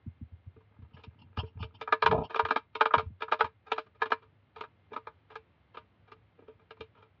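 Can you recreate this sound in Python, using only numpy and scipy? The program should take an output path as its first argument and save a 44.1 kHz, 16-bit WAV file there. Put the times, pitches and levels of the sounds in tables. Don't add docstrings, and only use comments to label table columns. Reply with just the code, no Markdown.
import sys
import numpy as np
from scipy import signal
from scipy.fft import rfft, irfft
from scipy.io import wavfile
from scipy.ndimage import uniform_filter1d

SR = 44100
rng = np.random.default_rng(int(sys.argv[2]) if len(sys.argv) > 2 else 0)


def materialize(psi):
    bounded = np.clip(np.atleast_2d(psi).T, -1, 1)
    quanta = np.round(bounded * 32767).astype(np.int16)
    wavfile.write(sys.argv[1], SR, quanta)


N = 317520
RING_TIME_S = np.arange(SR // 6) / SR
HIT_SAMPLES = SR // 20
STRAIN_SAMPLES = SR // 40


def undb(db):
    return 10 ** (np.asarray(db) / 20)


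def at_rms(x, db):
    return x * undb(db) / np.sqrt(np.mean(x ** 2))


def hit_at(x, db):
    return x * undb(db) / np.sqrt(np.sum(x ** 2) / HIT_SAMPLES)


def add(out, start_s, x):
    i = max(int(start_s * SR), 0)
    out[i:i + len(x)] += x[:len(out) - i]


def butter(x, hz, kind, order=4):
    return signal.sosfilt(signal.butter(order, hz, kind, fs=SR, output="sos"), x)


def excite(force, response):
    return signal.fftconvolve(force, response)[:max(len(force), len(response))]


def equalise(x, curve, size=2048):
    hz, db = np.transpose(curve)
    bins_hz = np.arange(size + 1) * SR / (2 * size)
    log_gain = np.log(undb(np.interp(np.log(bins_hz + 1), np.log(hz), db)))
    cepstrum = irfft(log_gain)[:size] * np.r_[1, np.full(size - 1, 2)]
    return excite(x, irfft(np.exp(rfft(cepstrum, 2 * size)))[:size])


def ring(modes):
    t = RING_TIME_S
    return np.array([(-1) ** k * undb(db) / t60_s * np.sin(2 * np.pi * hz * t) * undb(-60 * t / t60_s)
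                     for k, (hz, db, t60_s) in enumerate(modes)])


def drift(rate_hz):
    hold = int(SR / rate_hz)
    stairs = np.repeat(rng.standard_normal(N // hold + 1), hold)[:N]
    smooth = uniform_filter1d(uniform_filter1d(stairs, hold), hold)
    return smooth / smooth.std()


def fader(curve):
    times_s, db = np.transpose(curve)
    ride_db = np.interp(np.arange(N) / SR, times_s, db, left=-np.inf, right=-np.inf)
    return uniform_filter1d(undb(ride_db), SR // 200)


def grains(samples, rate_hz, spread_db):
    fires = rng.random(samples) < rate_hz / SR
    sizes = undb(spread_db * rng.standard_normal(samples))
    return fires * sizes * rng.choice([-1, 1], samples)


# freq_hz, gain_db
HISS_EQ = [(25, -12.5), (50, -20.5), (66, 2.5), (100, 3.5), (200, -8), (400, -13), (1000, -17.5),
           (2200, -22), (3200, -25.5), (4000, -32.5), (5000, -44), (7000, -58)]
# pitch_hz, level_db
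HUM_TONES = [(101, -71.5), (1647, -108.5), (2105, -88.5)]


def camera_noise(hiss_db=-67.5, waver_hz=5, flutter_db=2):
    hiss = at_rms(equalise(rng.standard_normal(N), HISS_EQ), hiss_db)
    bed = hiss * undb(1.2 * drift(rate_hz=0.67))
    for hz, db in HUM_TONES:
        phase = 2 * np.pi * np.cumsum(hz + waver_hz * drift(rate_hz=39)) / SR
        bed += at_rms(np.sin(phase) * undb(flutter_db * drift(rate_hz=4.1)), db)
    return bed


# pitch_hz, weight_db, t60_s
BOARD_MODES = [(86.7, 3.5, 0.15), (110.5, -0.5, 0.069), (135, -5.5, .06), (225, -8, 0.075),
               (308.2, -13, 0.066)]
# start_s, thud_db, knock_re_thud_db
FOOTFALLS = [(0.063, -43.5, -1.5), (0.212, -45.5, -2), (0.321, -47.5, -30), (0.464, -46, -46),
             (0.561, -59.5, -8.5), (0.787, -58.5, -0.5), (0.818, -52, -8), (0.94, -53, -24),
             (1.068, -50, -5), (1.214, -72, 11), (1.374, -34.5, -9), (1.426, -42, -10.5), (1.554, -45, -18),
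             (1.601, -37.5, -11.5), (1.638, -43, -32), (2.426, -46, -16), (2.964, -42, -3),
             (3.024, -54, -3), (3.058, -39.5, -23), (3.1, -52, -4), (3.43, -50.5, -7), (6.799, -56, -2.5)]


def paws(push_s=0.0048, detune=0.05, crossover_hz=165):
    out = np.zeros(N)
    push = np.sin(np.pi * np.minimum(RING_TIME_S[:SR // 50] / push_s, 1)) ** 2
    for start_s, thud_db, knock_re_thud_db in FOOTFALLS:
        modes = [(hz * (1 + detune * rng.standard_normal()), db, t60_s) for hz, db, t60_s in BOARD_MODES]
        board = signal.fftconvolve(push, ring(modes).sum(axis=0))
        thud = hit_at(butter(board, crossover_hz, "low", order=2), thud_db)
        knock = hit_at(butter(board, crossover_hz, "high"), thud_db + knock_re_thud_db)
        add(out, start_s - push_s, thud + knock)
    return out


# freq_hz, gain_db
WALL_EQ = [(200, -14), (780, -17.5), (1300, 13), (1650, 4.5), (1900, -4.5), (2500, 6), (3100, -3),
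           (3650, -3.5), (4400, -12.5), (5100, -19.5), (5650, -29), (6050, -37), (6350, -33.5),
           (6800, -34.5), (7300, -53.5)]


def wall_echoes(t60_s=0.057, build_s=0.00077):
    envelope = (1 - np.exp(-RING_TIME_S / build_s)) * undb(-60 * RING_TIME_S / t60_s)
    return hit_at(equalise(rng.standard_normal(len(envelope)) * envelope, WALL_EQ), 0)


# pitch_hz, weight_db, t60_s
BOX_MODES = [(274, -17.5, 0.06), (317, -20, 0.047), (443.1, 1.5, 0.13), (621, -8, 0.085),
             (723, -11.5, 0.023), (867, -2, 0.062), (950.7, 2, 0.081), (1049, -4, 0.091),
             (1205.5, 3.5, 0.047), (1290, 2, 0.022), (1408, -6, 0.022), (1622, -4.5, 0.047),
             (1716, -5.5, 0.065), (1840, -26, 0.15), (2030, -25, 0.13), (2204, -19.5, 0.087),
             (2364, -9.5, 0.058), (2487, -13, 0.039), (2350, -15.5, 0.15), (2680, -19, 0.17)]


def box_response(walls, spread_db=2, walls_db=-11, spot_echoes_db=-10):
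    weights = undb(spread_db * rng.standard_normal(len(BOX_MODES)))
    ringing = hit_at(weights @ ring(BOX_MODES), 0)
    return ringing + undb(walls_db) * walls + undb(spot_echoes_db) * wall_echoes()


def fracture(crumble_s, debris_db, snap_s=0.0012, strain_s=0.011, debris_s=0.028):
    t = RING_TIME_S[:SR // 8] - STRAIN_SAMPLES / SR
    breaks = grains(len(t), rate_hz=2200, spread_db=7) * (t >= 0) * np.exp(-np.abs(t) / crumble_s)
    force = hit_at(breaks + 1e-18, db=-6.5)
    force[STRAIN_SAMPLES] += np.sqrt(HIT_SAMPLES) * snap_s / crumble_s
    force = hit_at(force, 0)
    delay_s = 0.009 * (1 + 0.15 * rng.standard_normal())
    add(force, STRAIN_SAMPLES / SR + delay_s, hit_at(np.ones(1), db=-9))
    envelope = np.exp(np.minimum(t / strain_s, -t / debris_s))
    debris = grains(len(t), rate_hz=2200, spread_db=7) * envelope
    return force + hit_at(butter(debris, hz=1300, kind="high", order=1), debris_db)


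# start_s, boom_db
SNOUT_BUMPS = [(0.563, -59.5), (1.432, -47), (4.917, -47.5), (6.389, -59.5), (6.42, -61.5), (6.481, -51),
               (6.806, -48.5)]


def snout_bumps(walls, boom_hz=(210, 540), rattle_re_boom_db=-14):
    out = np.zeros(N)
    for start_s, boom_db in SNOUT_BUMPS:
        nudge = excite(fracture(crumble_s=0.0019, debris_db=-3), box_response(walls))
        boom = hit_at(butter(nudge, boom_hz, "band"), boom_db)
        rattle = hit_at(nudge, boom_db + rattle_re_boom_db)
        add(out, start_s - STRAIN_SAMPLES / SR, boom + rattle)
    return out


def shuffle(box, start_s=0.71, end_s=2, feet_db=-63, rustle_db=-72):
    board = excite(grains(N, rate_hz=70, spread_db=4), ring(BOARD_MODES).sum(axis=0))
    kibble = excite(grains(N, rate_hz=60, spread_db=5), box)
    feet = at_rms(butter(board, hz=330, kind="low"), feet_db)
    rustle = at_rms(butter(kibble, hz=800, kind="low", order=1), rustle_db)
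    return (feet + rustle) * fader([(start_s, 0), (end_s, 0)])


# start_s, level_db, crumble_s
GRINDS = [(0.819, -75.5, 0.0029), (0.966, -62.5, 0.03), (2.295, -47.5, 0.024), (2.485, -45, .002),
          (3.205, -54, 0.0042), (3.314, -45, .002), (3.39, -44.5, 0.0033), (3.662, -57, 0.03),
          (3.76, -57, .003), (3.864, -69.5, .002), (3.948, -71, 0.0078), (4.007, -62.5, 0.0042),
          (4.104, -48, 0.0012), (4.217, -65, 0.016), (4.559, -52, 0.026), (4.93, -49.5, 0.014),
          (5.298, -57, 0.026), (5.74, -57, 0.035), (6.072, -66, 0.041), (6.389, -79, 0.016),
          (6.612, -78, 0.006), (6.967, -64.5, 0.06), (7.024, -64, 0.0018)]
# start_s, level_db,
# brightness_db
SNAPS = [(1.036, -67, 18.5), (1.371, -45.5, 2), (1.388, -49, -5), (1.626, -50.5, 10), (1.812, -45, 7.5),
         (1.875, -40.5, -10), (1.923, -25, -1.5), (2.022, -28, 2), (2.06, -24, 1.5), (2.111, -34, 0),
         (2.343, -38.5, -2), (2.358, -36.5, 5), (2.392, -26.5, -4.5), (2.45, -36, 0), (2.506, -29, -1),
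         (2.559, -31.5, 1.5), (2.751, -42.5, 8), (2.808, -24, -0.5), (2.855, -30, -0.5), (2.907, -39, -24),
         (2.937, -22.5, -4.5), (2.98, -34.5, 2.5), (2.993, -40.5, -0.5), (3.219, -38.5, 5.5),
         (3.281, -47.5, -11.5), (3.32, -29, 0.5), (3.33, -36.5, 1), (3.406, -26, -2.5), (3.443, -39, -2.5),
         (3.46, -53.5, 2), (3.717, -33, 6.5), (3.779, -38, 2.5), (4.018, -30, -2), (4.056, -46.5, 2.5),
         (4.118, -28.5, -1.5), (4.608, -44.5, 4), (4.636, -51.5, -1.5), (4.961, -40, -5),
         (5.069, -46.5, -4.5), (5.355, -47, 2), (5.77, -49, 2.5), (6.117, -56, 4), (6.706, -55, 6),
         (6.806, -57, 15)]
# low_hz, high_hz
BITE_BANDS = [(210, 530), (550, 1950), (2050, 3200), (3250, 8000)]


def chewing(walls, hardest_db=-21, grind_bright_db=2.5, snap_crumble_s=0.0014,
            crumb_count=8, crumb_span_s=(0.25, 7), crumb_db=-73, crumb_s=0.0026):
    out = np.zeros(N)
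    snaps = [(start_s, db, bright_db, snap_crumble_s) for start_s, db, bright_db in SNAPS]
    grinds = [(start_s, db, grind_bright_db, crumble_s) for start_s, db, crumble_s in GRINDS]
    crumbs = [(rng.uniform(*crumb_span_s), crumb_db + 3 * rng.standard_normal(), 0, crumb_s)
              for _ in range(crumb_count)]
    hard_tone_db = np.array([-12.5, 0.5, -14, -18])
    gentle_tilt = np.array([0.22, 0.0062, 0.041, 0.02])
    bright_tilt = np.array([0.51, 0, 1, 1])
    for start_s, db, bright_db, crumble_s in snaps + grinds + crumbs:
        gentle_db = hardest_db - db
        force = fracture(crumble_s, debris_db=-20 + 0.17 * gentle_db)
        crack = excite(force, box_response(walls))
        levels_db = db + hard_tone_db + gentle_db * gentle_tilt + bright_db * bright_tilt
        bite = sum(hit_at(butter(crack, band_hz, "band"), band_db)
                   for band_hz, band_db in zip(BITE_BANDS, levels_db))
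        add(out, start_s - STRAIN_SAMPLES / SR, bite)
    return out


def nose_resonance(breath, hz, width_hz=480):
    return butter(breath, [hz - width_hz / 2, hz + width_hz / 2], "band", order=2)


# start_s, length_s, level_db
NOSE_PUFFS = [(0.925, 0.036, -68.5), (0.946, 0.08, -73), (1.028, 0.02, -63), (1.178, 0.031, -72),
              (1.208, 0.015, -67), (1.359, 0.056, -44), (1.419, 0.093, -68.5), (1.579, 0.084, -53),
              (1.732, .035, -64.5), (2.224, 0.036, -56.5)]


def snuffling(nostril_hz=2990, nostril_spread=0.014, upper_hz=(4750, 5300), shove_hz=(600, 1050)):
    out = np.zeros(N)
    box = ring(BOX_MODES).sum(axis=0)
    for start_s, length_s, db in NOSE_PUFFS:
        pitch_hz = nostril_hz * (1 + nostril_spread * rng.standard_normal())
        stroke = np.sin(np.pi * np.minimum(RING_TIME_S / length_s, 1))
        breath = rng.standard_normal(len(stroke)) * stroke ** 2
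        puff = excite(breath, wall_echoes(t60_s=0.063))
        nostril = hit_at(nose_resonance(puff, pitch_hz), db)
        upper = sum(hit_at(nose_resonance(puff, hz), db - 14) for hz in upper_hz)
        air = hit_at(puff, db - 19)
        add(out, start_s, butter(nostril + upper + air, hz=5450, kind="low", order=10))
        kibble = excite(grains(len(stroke), rate_hz=370, spread_db=3.5) * stroke, box)
        add(out, start_s, hit_at(butter(kibble, shove_hz, "band", order=3), db - 1))
    return out


# time_s, level_db
JUDDER_FADER = [(2.04, -48.5), (2.08, -36.5), (2.21, -35.5), (2.27, -62)]
# time_s, gain_db
SKID_FADER = [(2.11, -32), (2.13, -23.5), (2.238, -34.5), (2.29, -69)]


def paw_skid(box, judder_hz=(58, 190)):
    slips = grains(N, rate_hz=450, spread_db=1)
    judder = at_rms(butter(slips, judder_hz, "band", order=2), 0) * fader(JUDDER_FADER)
    tugs = excite(slips, box)
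    rub = at_rms(butter(tugs, hz=820, kind="low", order=6), -2)
    scratch = at_rms(butter(tugs, hz=1390, kind="high"), -26)
    return judder + (rub + scratch) * fader(SKID_FADER)


def scene():
    walls = wall_echoes()
    eating = chewing(walls) + snout_bumps(walls) + snuffling()
    feet = paws() + shuffle(box_response(walls)) + paw_skid(box_response(walls))
    return (eating + feet + camera_noise())[None]


def record(dry, low_cut_hz=55.3, high_cut_hz=7050):
    thin = butter(dry, low_cut_hz, "high")
    return signal.sosfilt(signal.ellip(8, 0.2, 70, high_cut_hz, fs=SR, output="sos"), thin)


dry = scene()
out = record(dry)
materialize(out)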